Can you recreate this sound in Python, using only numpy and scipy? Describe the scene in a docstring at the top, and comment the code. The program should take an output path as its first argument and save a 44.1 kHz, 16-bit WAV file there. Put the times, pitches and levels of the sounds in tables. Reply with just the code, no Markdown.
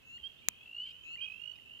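"""Rising peeps and pulsed trills of spring peepers cross an open marsh, over a distant chorus.
Each voice is a near-pure whistle with faint overtones, scattered by reeds and the tree line.
Still air rumbles and hisses softly, with a low bump, a faint rustle and a small animal's blips.
One sharp click sounds right beside the microphone."""
import sys
import numpy as np
from scipy import signal
from scipy.fft import rfft, irfft
from scipy.io import wavfile
from scipy.ndimage import uniform_filter1d

SR = 44100
rng = np.random.default_rng(int(sys.argv[2]) if len(sys.argv) > 2 else 0)


def unload_wav(signal):
    """Save mono or channel-first audio to the path in sys.argv[1] as 16-bit WAV at rate SR, clipped to [-1, 1]."""
    wavfile.write(
        sys.argv[1],
        SR,
        np.round(np.clip(np.atleast_2d(signal).T, -1, 1) * 32767).astype(np.int16),
    )


N = 79380


def amp(db):
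    """Decibels to gain."""
    return 10 ** (np.asarray(db) / 20)


def unit(x):
    """Scales to rms 1."""
    return x / np.sqrt(np.mean(abs(x) ** 2) + 1e-20)


def pan(db):
    """Constant-power stereo gains; db is left minus right."""
    return unit(amp([[db / 2], [-db / 2]]))


def fade(t, length_s, rise_s, fall_s):
    """Smooth attack, hold and release."""
    return np.sin(np.pi / 2 * np.clip(np.minimum(t / rise_s, (length_s - t) / fall_s), 0, 1)) ** 2


def spectrum_db(table, hz, column=1):
    """Interpolates a spectrum table over log frequency."""
    columns = np.transpose(table)
    return np.interp(np.log(hz + 1), np.log(columns[0] + 1), columns[column])


def add(mix, start_s, sound):
    """Mixes in a stereo sound, cropped to fit."""
    at = round(start_s * SR)
    sound = sound[:, max(-at, 0):]
    part = mix[:, max(at, 0):][:, :sound.shape[1]]
    part += sound[:, :part.shape[1]]


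def tone_burst(length_s, hz):
    """A Hann-windowed sine."""
    t = np.arange(0, length_s, 1 / SR)
    return np.sin(np.pi * t / length_s) ** 2 * np.sin(2 * np.pi * hz * t)


def scatter(x, t60_s, echoes_per_s=2000):
    """A dying cloud of sparse echoes, different for each ear."""
    t = np.arange(SR) / SR
    taps = rng.standard_normal((2, SR)) * (rng.random((2, SR)) < echoes_per_s / SR)
    taps *= (t > .003) * amp(-60 * t / t60_s)
    taps /= np.linalg.norm(taps, axis=1, keepdims=True)
    return signal.fftconvolve(x, taps, axes=1)[:, :N]


# Each row: frequency in Hz, relative noise density in dB.
AIR_SPECTRUM = [(20, -8.5), (60, 7), (100, 5.5), (200, 0.5), (400, -3.5), (800, -9), (2000, -10.5),
                (3500, -10), (5000, -20), (7000, -19.5), (10000, -25), (14500, -19.5), (15600, -23.5),
                (16200, -45)]

def air(level_db=-66, correlation=0.15):
    """Soft rumble and hiss with slowly drifting patches."""
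    frames, hz = N // 512 + 5, np.fft.rfftfreq(2048, 1 / SR)
    re, im, other_re, other_im, patches = rng.standard_normal((frames, len(hz), 5)).T
    patches_db = unit(uniform_filter1d(uniform_filter1d(patches, size=14, axis=0), size=8, axis=1))
    left = re + 1j * im
    right = correlation * left + np.sqrt(1 - correlation ** 2) * (other_re + 1j * other_im)
    spectra = np.array([left, right]) * amp(spectrum_db(AIR_SPECTRUM, hz)[:, None] + patches_db)
    noise = signal.istft(spectra, nperseg=2048, noverlap=1536)[1][:, :N]
    return amp(level_db) * pan(-1.5) * unit(noise)


def bump(start_s=.198, level_db=-62):
    """One soft low bump."""
    out = np.zeros((2, N))
    add(out, start_s, pan(0) * amp(level_db) * tone_burst(length_s=.052, hz=65))
    return out


# Each row: frequency in Hz, relative gain in dB.
RUSTLE_SPECTRUM = [(200, -30), (1700, -20), (2400, 0), (3000, -2), (4600, -10), (6000, -23), (9000, -36),
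                   (15000, -45)]

def rustle(start_s=.85, length_s=.095, level_db=-63, grains_per_s=1700):
    """A faint, brief clump of tiny crackles."""
    out, t = np.zeros((2, N)), np.arange(0, length_s, 1 / SR)
    grains = rng.standard_normal((2, len(t))) * (rng.random((2, len(t))) < grains_per_s / SR)
    envelope = fade(t, length_s, length_s / 10, length_s / 2)
    add(out, start_s, amp(level_db) * pan(-7) * unit(grains) * envelope)
    colour = unit(amp(spectrum_db(RUSTLE_SPECTRUM, np.fft.rfftfreq(N, 1 / SR))))
    return irfft(rfft(out) * colour, N)


# Each row: centre in seconds, pitch in Hz, level in dB.
BLIPS = [(.182, 1960, -55.5), (1.162, 2007, -51), (1.589, 2000, -59.5)]

def blips(length_s=.0081):
    """Soft low blips from some small animal."""
    out = np.zeros((2, N))
    for centre_s, hz, db in BLIPS:
        add(out, centre_s - length_s / 2, pan(-9.5) * amp(db) * tone_burst(length_s, hz))
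    return out


def chorus(calls_per_s=20, level_db=-63.5, low_hz=2459, high_hz=2938, glide_hz=277):
    """Many distant frogs trilling at random, echoing over the marsh."""
    out = np.zeros((2, N))
    for slot_s in np.arange(-.3, N / SR, 1 / calls_per_s):
        when, pitch, size, pace, side = rng.random(5)
        hz = low_hz + (high_hz - low_hz) * pitch
        call = far_trill(length_s=.11 + .27 * size, first_hz=hz, last_hz=hz + glide_hz,
                         spacing_s=.014 + .006 * pace, db=0, pan_db=10 * (side - .5))
        add(out, slot_s + when / calls_per_s, call)
    return amp(level_db) * pan(-3.5) * unit(out + scatter(out, t60_s=1))


def far_trill(length_s, first_hz, last_hz, spacing_s, db, pan_db):
    """A fully pulsed, linear glide, loudest in the middle."""
    curve = [(0, first_hz, db - 4, 1),
             (length_s / 2, (first_hz + last_hz) / 2, db, 1),
             (length_s, last_hz, db - 4, 1)]
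    return trill(curve, spacing_s, pan_db, lead_rad=rng.uniform(.62, 2.83), timbre="soft")


# Each row: start and length in seconds, first and last pitch in Hz, pulse spacing in seconds,
# level and pan in dB.
FAR_TRILLS = [(0.018, .31, 2584, 2921, 0.024, -57.5, -3.5), (0.171, 0.058, 3180, 3160, 0.012, -55.5, -5.5),
              (0.288, 0.047, 3072, 3246, 0.013, -56, -5), (.335, .14, 2880, 2900, .022, -60, -3),
              (.414, .19, 2350, 2560, .0217, -56.5, -5), (0.487, .17, 3040, 3400, .0225, -58, 0.5),
              (0.601, 0.045, 2560, 2660, .0215, -51, -1), (0.79, 0.17, 2700, 2920, 0.022, -50, -2.5),
              (0.887, 0.158, 2918, 3118, 0.0231, -51, -12), (1.143, 0.14, 2779, 2960, 0.021, -43, -4.5),
              (1.553, 0.091, 2874, 2776, 0.0195, -53.5, -5.5), (1.651, 0.15, 2660, 2898, 0.019, -49, -5.5),
              (1.69, 0.1007, 2850, 3090, 0.0135, -51, -1.5)]

def far_frogs(echo_db=-9):
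    """Trills from farther out, smeared by the reeds on their way."""
    out = np.zeros((2, N))
    for start_s, *call in FAR_TRILLS:
        add(out, start_s, far_trill(*call))
    return out + amp(echo_db) * scatter(out, t60_s=.2)


# Each row: frequency in Hz, relative left and right gain in dB.
CLICK_SPECTRUM = [(40, -30, -20), (137, 4, 1.5), (437, 3, -4), (760, -1.5, -24.5), (1296, 2.5, 3),
                  (1640, 9, -9.5), (2496, 13, 1.5), (3000, -7.5, 7.5), (3800, 9.5, -11.5), (5200, 1.5, 0),
                  (6740, -19.5, 19), (8130, -2.5, 6), (9900, 6, -15), (11670, -6, -1.5), (15560, 10, -2),
                  (16250, -6, -21)]
# Each row: frequency in Hz, level in dB, T60 in seconds.
WOODY_MODES = [(980, -59, .065), (1220, -65, .045)]

def click(start_s=.4857, gain_db=-3, right_lag_s=.00023, smear_s=.0015, damped_hz=3500, size=4096):
    """One dry snap that reaches the left ear first, followed by a brief woody ring."""
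    hz, out = np.fft.rfftfreq(size, 1 / SR), np.zeros((2, N))
    gain = amp([spectrum_db(CLICK_SPECTRUM, hz, column) for column in (1, 2)])
    log_gain = uniform_filter1d(np.log(gain), size=3)
    treble = np.clip(hz / damped_hz - 1, 0, 1)
    log_gain += treble * (uniform_filter1d(log_gain, size=45) - log_gain)  # broader peaks ring less
    mirrored = np.hstack([log_gain, log_gain[:, -2:0:-1]])
    minimum_phase = -signal.hilbert(mirrored).imag[:, :len(hz)]
    delay_s = np.array([[0], [right_lag_s]]) + smear_s * hz / SR
    phase = minimum_phase - 2 * np.pi * hz * delay_s
    snap = np.fft.fftshift(irfft(np.exp(log_gain + 1j * phase)), axes=1)
    add(out, start_s - size / 2 / SR, amp(gain_db) * snap * np.hanning(size))
    t = np.arange(size) / SR
    ring = sum(amp(db - 60 * t / t60_s) * np.sin(2 * np.pi * mode_hz * t)
               for mode_hz, db, t60_s in WOODY_MODES)
    add(out, start_s, pan(8) * ring)
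    return out


# By timbre. Each row: harmonic number (the whistle is 2), relative level in dB, envelope exponent.
PARTIALS = {"bright": [(1, -33, .6), (3, -20, 2.4), (4, -39, 0.6), (5, -28, 0.06)], "pure": [(1, -36, 0.87),
            (3, -35, 0.93), (4, -44, 0.91)], "soft": [(1, -37, .8), (3, -35, .7), (4, -43, .9),
            (5, -41, .8)], "reedy": [(1, -36, 0.9), (3, -34, 0.9), (4, -38, 0.9), (5, -39, 1.3)],
            "raspy": [(3, -9, 1), (4, -13, 1)]}
# By timbre: phase jitter of the partials in radians; also scales their flicker.
ROUGHNESS_RAD = {"bright": .3, "pure": .6, "soft": 1.3, "reedy": 1.25, "raspy": .8}

def voice(hz, envelope, pan_db, lead_rad, timbre, jitter_step_s=.0025, flicker_step_s=.018):
    """A frog's whistle, leading in phase at the left ear, with rough, flickering partials."""
    phase = 2 * np.pi * np.cumsum(hz) / SR + rng.uniform(0, 2 * np.pi)
    whistle = pan(pan_db) * envelope * np.sin(phase + np.array([[lead_rad], [0]]))
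    t, peak, partials = np.arange(len(hz)) / SR, envelope.max(), 0
    for harmonic, db, exponent in PARTIALS[timbre]:
        jitter, drift = ROUGHNESS_RAD[timbre] * rng.standard_normal((2, 512))
        jitter_rad = np.interp(t, np.arange(512) * jitter_step_s, jitter)
        flicker_db = 2.5 * np.interp(t, np.arange(512) * flicker_step_s, drift)
        level = amp(db + flicker_db) * peak * (envelope / peak) ** exponent
        partials += level * np.sin(harmonic * phase / 2 + jitter_rad)
    return np.sqrt(2) * (whistle + pan(-8) * partials * fade(t, t[-1], rise_s=.0057, fall_s=.013))


def trill(curve, spacing_s, pan_db, lead_rad, timbre, sag_hz=39.5):
    """A gliding whistle chopped into pulses, each sagging a little in pitch."""
    times_s, hz, db, depths = np.transpose(curve)
    t = np.arange(times_s[0], times_s[-1], 1 / SR)
    elapsed_s = t - times_s[0]
    cycle = elapsed_s / spacing_s % 1
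    depth = np.interp(t, times_s, depths)
    pulses = 1 - depth + depth * np.sin(np.pi * cycle) ** 3.4
    edges = fade(elapsed_s, times_s[-1] - times_s[0], rise_s=.005, fall_s=.004)
    envelope = amp(np.interp(t, times_s, db)) * pulses * edges
    pitch_hz = np.interp(t, times_s, hz) - sag_hz * (cycle - .5)
    return voice(pitch_hz, envelope, pan_db, lead_rad, timbre)


def peep(length_s, first_hz, last_hz, bend, db, swell_db, pan_db, lead_rad, timbre):
    """One slurred whistle that moves by swell_db toward db and stops quickly."""
    t = np.arange(0, length_s, 1 / SR)
    progress = t / length_s
    envelope = amp(db - swell_db * (1 - progress) ** 2) * fade(t, length_s, rise_s=.015, fall_s=.016)
    pitch_hz = first_hz + (last_hz - first_hz) * progress ** bend
    return voice(pitch_hz, envelope, pan_db, lead_rad, timbre)


# Each row: start and length in seconds, first and last pitch in Hz, glide exponent,
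# level, swell and pan in dB, left lead in radians, timbre.
PEEPS = [(0.055, .130, 2628, 2924, 1.46, -47.5, 15.5, 1.5, 2.3, "bright"),
         (0.225, 0.058, 3055, 3316, 1.08, -40.5, 3.5, -11.5, 0.29, "pure"),
         (0.364, .056, 3420, 3750, 1, -70, 1, 5, 1, "pure"),
         (1.029, 0.14, 2665, 3011, 1.9, -46.5, 8.5, 0, 2.45, "bright"),
         (1.044, 0.12, 2492, 2803, 1.32, -48.5, 7, 3.5, 2.4, "pure"),
         (1.203, 0.059, 3042, 3299, 0.89, -40, -2, -11.5, 1.15, "pure")]
# Each row: start in seconds, pitch in Hz, level in dB.
SQUEAKS = [(0.856, 2320, -57.5), (.907, 2513, -53), (1.55, 2506, -53)]
# Two trill curves. Each row: time in seconds, pitch in Hz, level in dB, pulse depth from 0 to 1.
FIRST_TRILL = [(.652, 2690, -50, 1), (.70, 2736, -48, 1), (.77, 2843, -39.5, 0.87),
               (.808, 2935, -36.5, 0.58), (.84, 3043, -41, 0.3), (.875, 3125, -42, 1),
               (.919, 3164, -50.5, 0.85)]
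SECOND_TRILL = [(1.177, 2390, -47.5, 0.8), (1.224, 2510, -42, 0.95), (1.304, 2539, -40.5, 0.88),
                (1.365, 2679, -46.5, .95), (1.425, 2836, -41, 0.99), (1.47, 2917, -39.5, 0.95),
                (1.52, 2933, -42, 1), (1.548, 3000, -48.5, 0.9)]
# Each row: curve, pulse spacing in seconds, pan in dB, left lead in radians, timbre.
NEAR_TRILLS = [(FIRST_TRILL, .01790, -0.81, 0.34, "soft"), (SECOND_TRILL, .0195, -13, 0.96, "reedy")]

def near_frogs():
    """The callers that stand out: rising peeps, short raspy squeaks and two trills."""
    out = np.zeros((2, N))
    for start_s, *call in PEEPS:
        add(out, start_s, peep(*call))
    for start_s, hz, db in SQUEAKS:
        squeak = peep(length_s=.021, first_hz=hz, last_hz=hz, bend=1, db=db, swell_db=0,
                      pan_db=-6, lead_rad=.92, timbre="raspy")
        add(out, start_s, squeak)
    for curve, *call in NEAR_TRILLS:
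        add(out, curve[0][0], trill(curve, *call))
    return out


def scene(reeds_db=-11.5, marsh_db=-12):
    """Calls with their echoes from reeds and trees, over the background, plus the close click."""
    background = air() + bump()
    calls = blips() + near_frogs() + far_frogs()
    reed_echoes = amp(reeds_db) * scatter(calls, t60_s=.13)
    marsh_echoes = amp(marsh_db) * scatter(calls, t60_s=1)
    return background + chorus() + rustle() + click() + calls + reed_echoes + marsh_echoes


def record(dry, cutoff_hz=16050):
    """The recorder's band limit."""
    lowpass = signal.firwin(511, cutoff_hz, window=("kaiser", 9), fs=SR)
    return signal.oaconvolve(dry, lowpass[None], "same")


dry = scene()
out = record(dry)
unload_wav(out)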